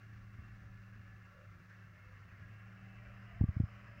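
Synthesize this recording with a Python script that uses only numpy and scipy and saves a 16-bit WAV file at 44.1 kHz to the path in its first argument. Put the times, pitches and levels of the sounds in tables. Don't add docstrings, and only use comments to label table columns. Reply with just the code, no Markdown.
import sys
import numpy as np
from scipy import signal
from scipy.fft import rfft, irfft
from scipy.io import wavfile
from scipy.ndimage import uniform_filter1d

SR = 44100
rng = np.random.default_rng(int(sys.argv[2]) if len(sys.argv) > 2 else 0)


def master_out(mix):
    frames = np.transpose(np.atleast_2d(mix))
    ceiling = np.clip(frames, -1, 1)
    pcm = np.round(ceiling * 32767).astype(np.int16)
    wavfile.write(sys.argv[1], SR, pcm)


N = 176400
TIME = np.arange(N) / SR

# frequency in Hz, relative level in dB.
HISS_EQ = [(100, -18), (7000, -8), (9000, -10), (13700, -12), (14300, -5.5), (14900, -1), (15400, 0),
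           (15800, -4), (16500, -8)]
# frequency in Hz, relative level in dB.
WIND_EQ = [(20, -8.5), (36, -2.5), (52, 1), (72, -3.5), (110, -15.5)]
# time in seconds, level in dB.
WIND_FADER = [(0, -71), (.28, -59.5), (.34, -75), (.42, -61), (.7, -66), (1.02, -65), (1.25, -76),
              (1.45, -69), (1.7, -82), (1.98, -82), (2.08, -63), (2.3, -76), (2.6, -73), (3.15, -61),
              (3.25, -72), (3.36, -60), (4, -66.5)]
# time in seconds, drive in dB, build-up and collapse
# in seconds, pitch of the low swing in Hz, its 60 dB decay time in seconds.
WIND_PUFFS = [(0.386, -31.5, 0.0025, 0.0019, 85, .07), (0.891, -46, 0.004, 0.0015, 85.5, 0.028),
              (0.998, -43, 0.0018, .001, 85, .04), (3.4109, -16.5, 0.0037, 0.00041, 84.5, 0.084),
              (3.4389, -13.5, 0.0018, 0.00059, 84, 0.04), (3.4883, -17.5, .004, 0.0011, 86, 0.056),
              (3.5669, -20.5, 0.0041, 0.00078, 93, 0.046), (3.6012, -16, 0.0017, 0.00055, 96.7, 0.063),
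              (3.6365, -16.5, 0.0024, 0.0016, 91.9, 0.04)]
# frequency in Hz, relative level in dB.
TURBULENCE_EQ = [(250, -1), (500, -3.5), (750, -8.5), (1100, -26), (1600, -39)]
# frequency in Hz, relative level in dB.
RUMBLE_EQ = [(14, -15.5), (32, -11.5), (50, -7), (85, 0), (125, -3.5), (155, -3.5), (210, -12.5),
             (250, -17.5), (380, -26.5), (600, -44)]
# time in seconds, level in dB.
RUMBLE_FADER = [(0, -62.5), (.43, -60), (.7, -65), (1.15, -62.5), (1.28, -69.5), (1.48, -63), (1.7, -66.5),
                (1.84, -63.5), (1.95, -66.5), (2.08, -62), (2.33, -63.5), (2.7, -63.5), (3.25, -64.5),
                (3.36, -59.5), (3.75, -64.5), (4, -59)]
# start in seconds, level in dB, pitch in Hz.
CLODS = [(0.389, -53.5, 188), (0.961, -57.5, 209)]
# time in seconds, level in dB.
SHEEN_FADER = [(0, -108), (2.8, -102), (3.15, -97), (3.22, -84), (3.3, -97.5), (3.55, -90), (3.7, -86),
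               (3.82, -92), (3.92, -85), (4, -79)]
# time in seconds, pitch in Hz, level in dB.
TURBO_GLIDE = [(0, 8800, -109), (.3, 8440, -102), (.9, 8500, -116), (1.55, 8800, -104), (1.85, 9000, -112),
               (2.05, 9100, -101), (2.28, 9400, -108), (2.65, 8800, -104), (3, 8233, -116)]
# centre and length in seconds, pitch in Hz, level in dB.
ARM_WHINES = [(0.044, 0.099, 1615, -72), (0.148, .25, 2760, -86), (0.438, 0.084, 1163, -73.5),
              (0.465, 0.076, 2724, -78), (0.675, 0.14, 764, -81), (0.86, 0.51, 565, -82),
              (1.0, 0.72, 1720, -73.5), (1.132, 0.12, 775, -81.5), (1.27, 0.13, 1357, -73),
              (1.34, 0.07, 1141, -73.5), (1.386, 0.086, 528, -69.5), (1.385, 0.13, 590, -73),
              (1.974, 0.081, 603, -73.5), (2.034, 0.16, 2659, -80), (2.02, 0.2, 2160, -73.5),
              (2.09, .09, 517, -74.5), (2.525, 0.28, 1646, -66.5), (2.62, 0.15, 2724, -77.5),
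              (2.849, 0.27, 780, -79), (2.93, 0.21, 2649, -76), (3.017, 0.13, 2358, -76),
              (3.11, .17, 580, -71.5), (3.292, 0.063, 2842, -75), (3.32, 0.11, 2659, -78),
              (3.367, 0.15, 690, -69), (3.47, 0.076, 1163, -69), (3.796, 0.14, 1184, -76),
              (3.87, 0.36, 585, -74), (3.92, 0.083, 1647, -67.5)]
# start in seconds, level in dB, pitch in Hz.
PIN_RATTLES = [(1.7, -61, 1600), (1.735, -64.5, 1850), (2.29, -69.5, 2650), (2.315, -61.5, 1750)]
# pitch in Hz, relative level in dB.
PANEL_RINGS = [(1160, -5), (1355, 1), (1630, -3), (1740, -1), (1890, -3.5), (2110, -2), (2660, -3.5),
               (2775, -9)]
# time in seconds, firing rate in Hz.
FIRING_RATE = [(0, 192.2), (0.35, 193.3), (0.8, 190.4), (1, 189), (1.2, 185.4), (1.38, 177.9),
               (1.55, 179.8), (1.8, 185), (2.1, 175.5), (2.45, 185.9), (2.75, 189.6), (3.1, 193.8),
               (3.6, 195.1), (4, 198.1)]
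# time in seconds, level in dB.
FAN_FADER = [(0, -56), (.5, -56), (.95, -57.5), (1.18, -57), (1.26, -63), (1.42, -62.5), (1.49, -54),
             (1.61, -64), (1.76, -59.5), (1.83, -53.5), (1.92, -65.5), (2.19, -55), (2.3, -61),
             (2.48, -54.5), (2.75, -57.5), (3.1, -56), (4, -58)]
# multiple of the firing rate, level in dB before the swell.
EXHAUST_PARTIALS = [(.5, -80.5), (1, -66), (1.5, -82), (2, -87.5), (3.35, -93.5), (4, -90)]
# time in seconds, gain in dB.
EXHAUST_FADER = [(0, -2), (.5, 0.5), (1.05, 1), (1.4, -4.5), (1.8, -1.5), (2.2, -5), (2.6, -1), (2.95, 3.5),
                 (3.3, 0), (4, 2)]
# time in seconds, base level in dB.
SHAKE_FADER = [(0, -66), (.45, -67), (.55, -66.5), (.75, -67), (1.25, -66.5), (1.45, -66.5), (1.66, -66.5),
               (1.75, -65.5), (1.9, -66.5), (2.2, -65), (2.65, -65), (2.9, -65), (3.415, -63.5),
               (3.435, -66.5), (3.46, -67.5), (3.485, -63.5), (3.595, -62.5), (3.64, -66), (3.7, -62.5),
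               (4, -64)]
# frequency in Hz, relative level in dB.
FRONT_EQ = [(210, -33), (350, -6), (378, -5.5), (424, -9), (470, -11.5), (534, -6), (615, -8.5),
            (775, -9.5), (916, -14), (1140, -1.5), (1240, -4.5), (1350, 1), (1480, -0.5), (1730, 1.5),
            (1960, -4), (2160, -5), (2370, -9), (2620, -9), (2770, -6), (3060, -19), (3660, -21.5),
            (5880, -22), (7500, -31.5), (9750, -86), (16500, -120)]
# frequency in Hz, relative level in dB.
SIDE_EQ = [(210, -43), (350, -8), (393, -8.5), (430, -8.5), (464, -4.5), (521, -12), (585, -1.5),
           (639, -3.5), (785, -5.5), (881, -19), (964, -5.5), (1150, 0), (2030, -2), (2760, -11),
           (2940, -11), (3430, -25), (4160, -25.5), (5170, -23), (7500, -34), (9750, -75), (16500, -120)]
# time in seconds, gain in dB.
EDGE_FADER = [(0, -.5), (2.2, -1), (3.33, 3.5), (3.45, -3), (3.63, -5.5), (3.75, 3.5), (4, 3)]


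def from_db(db):
    return 10 ** (np.asarray(db) / 20)


def rms_one(x):
    return x / np.sqrt(np.mean(x ** 2) + 1e-20)


def automation(rows):
    times, *columns = np.transpose(rows)
    return [np.interp(TIME, times, column) for column in columns]


def coloured(x, eq):
    hz, db = np.transpose(eq)
    freqs = np.maximum(np.fft.rfftfreq(N, 1 / SR), 1)
    skirts = np.minimum(freqs / hz[0], 1) ** 4 * np.minimum(hz[-1] / freqs, 1) ** 8
    gain = from_db(np.interp(np.log(freqs), np.log(hz), db))
    return rms_one(irfft(rfft(x) * skirts * gain, N))


def drift(rate_hz):
    hop, settle = 40, 2000
    pole = np.exp(-2 * np.pi * hop * rate_hz / SR)
    noise = rng.standard_normal(N // hop + settle + 2)
    slow = signal.lfilter([1], [1, -2 * pole, pole * pole], noise)[settle:]
    return np.interp(np.arange(N) / hop, np.arange(len(slow)), rms_one(slow))


def running_phase(hz):
    return 2 * np.pi * (np.cumsum(hz * np.ones(N)) / SR + rng.random())


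def whistle(hz, width_hz):
    phase = running_phase(hz)
    return drift(width_hz) * np.cos(phase) + drift(width_hz) * np.sin(phase)


def poles(hz, t60):
    radius = from_db(-60 / (t60 * SR))
    return np.array([1, -2 * radius * np.cos(2 * np.pi * hz / SR), radius * radius])


def hiss(level_db=-86.5):
    return from_db(level_db) * coloured(rng.standard_normal(N), HISS_EQ)


def wind(gust_db=2):
    level_db, = automation(WIND_FADER)
    return from_db(level_db + gust_db * drift(8)) * coloured(rng.standard_normal(N), WIND_EQ)


def puff(time, db, build_up, collapse, hz, t60):
    pressure = from_db(db) * np.exp(-np.logaddexp((time - TIME) / build_up, (TIME - time) / collapse))
    return signal.lfilter([1, -2, 1], poles(hz, t60), pressure + 1e-18 * rng.standard_normal(N))


def wind_thumps(turbulence_db=-46.5):
    swing = sum(puff(*row) for row in WIND_PUFFS)
    upper = poles(hz=243, t60=0.015)
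    body = signal.lfilter([upper.sum()], upper, swing)
    force = uniform_filter1d(swing ** 2, size=400)
    turbulence = coloured(rng.standard_normal(N), TURBULENCE_EQ)
    return body + from_db(turbulence_db) * force / force.max() * turbulence


def rumble(wobble_db=2):
    level_db, = automation(RUMBLE_FADER)
    return from_db(level_db + wobble_db * drift(4.8)) * coloured(rng.standard_normal(N), RUMBLE_EQ)


def earth_thuds(t60=0.1):
    out = 0
    for start, db, hz in CLODS:
        age = np.maximum(TIME - start, 0)
        out += np.sqrt(2) * from_db(db - 60 * age / t60) * np.sin(2 * np.pi * hz * age)
    return out


def sheen():
    level_db, = automation(SHEEN_FADER)
    return from_db(level_db) * whistle(hz=5110, width_hz=160)


def turbo():
    hz, level_db = automation(TURBO_GLIDE)
    return from_db(level_db) * whistle(hz, width_hz=33)


def hydraulics():
    out = 0
    for centre, length, hz, db in ARM_WHINES:
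        swell = np.exp(-2 * ((TIME - centre) / length) ** 2)
        out += from_db(db) * swell * whistle(hz, width_hz=24.7)
    return out


def rattles(t60=0.24):
    out = 0
    for start, db, hz in PIN_RATTLES:
        decay = from_db(db - 60 * np.maximum(TIME - start, 0) / t60) * (TIME >= start)
        out += decay * coloured(whistle(hz, width_hz=340), eq=[(1000, 0), (2600, 0)])
    return out


def panels(taps_per_s=14, spread_db=1, trim_db=-13.5):
    shake_db, = automation(SHAKE_FADER)
    metal = 0
    for hz, db in PANEL_RINGS:
        taps = (rng.random(N) < taps_per_s / SR) * from_db(spread_db * rng.standard_normal(N))
        ring = signal.lfilter([1, 0, -1], poles(hz, t60=0.09), taps + 1e-18)
        metal += from_db(db) * rms_one(ring)
    mids = signal.butter(2, [1000, 3000], "band", fs=SR, output="sos")
    return from_db(shake_db + trim_db) * signal.sosfilt(mids, metal)


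def fan(firing_hz, blades_per_firing=0.568, waver=0.011, flutter_db=1.5):
    level_db, = automation(FAN_FADER)
    blade_phase = running_phase(firing_hz * blades_per_firing * (1 + waver * drift(5.46)))
    return np.sqrt(2) * from_db(level_db + flutter_db * drift(20)) * np.sin(blade_phase)


def exhaust(firing_phase, flutter_db=1.5):
    swell_db, = automation(EXHAUST_FADER)
    drone = 0
    for multiple, db in EXHAUST_PARTIALS:
        gain = from_db(db + flutter_db * drift(5.4))
        drone += gain * np.sin(multiple * firing_phase + rng.uniform(0, 2 * np.pi))
    return np.sqrt(2) * from_db(swell_db) * drone


def housing_resonances(x, low_hz=500, high_hz=3100, step_hz=70, swell_db=1.6):
    spectrum, freqs = rfft(x), np.fft.rfftfreq(N, 1 / SR)
    out = x
    for hz in np.arange(low_hz, high_hz, step_hz):
        band = irfft(spectrum * np.maximum(1 - abs(freqs - hz) / step_hz, 0), N)
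        swell = rms_one(from_db(swell_db * drift(2.6)))
        out = out + (swell - 1) * band
    return out


def bright_edge(x):
    gain_db, = automation(EDGE_FADER)
    bite = signal.sosfiltfilt(signal.butter(2, [2430, 3000], "band", fs=SR, output="sos"), x)
    return x + (from_db(gain_db) - 1) * bite


def clatter(firing_phase, pulse_depth=0.15, knock_spread_db=0.4, flicker_db=0.7, trim_db=0.5):
    shake_db, = automation(SHAKE_FADER)
    firing_index = (firing_phase / (2 * np.pi)).astype(int)
    knock_db = knock_spread_db * rng.standard_normal(N)[firing_index]
    pulses = (1 - pulse_depth * np.cos(firing_phase)) * from_db(knock_db)
    knocks = housing_resonances(rng.standard_normal(N) * pulses)
    turn_start_s, turn_end_s = 1.66, 3.4
    turned = np.interp(TIME, [turn_start_s, turn_end_s], [0, 1])
    housing = (1 - turned) * coloured(knocks, FRONT_EQ) + turned * coloured(knocks, SIDE_EQ)
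    return from_db(shake_db + trim_db + flicker_db * drift(24)) * bright_edge(housing)


def scene():
    firing_hz, = automation(FIRING_RATE)
    firing_phase = running_phase(firing_hz)
    treble = sheen()
    engine = exhaust(firing_phase) + fan(firing_hz) + clatter(firing_phase)
    machine = engine + hydraulics() + rattles() + panels() + turbo() + treble
    return (machine + earth_thuds() + rumble() + wind() + wind_thumps() + hiss())[None]


def record(dry):
    cutoff_hz = 15800
    return signal.sosfilt(signal.ellip(12, .1, 70, cutoff_hz, fs=SR, output="sos"), dry)


dry = scene()
out = record(dry)
master_out(out)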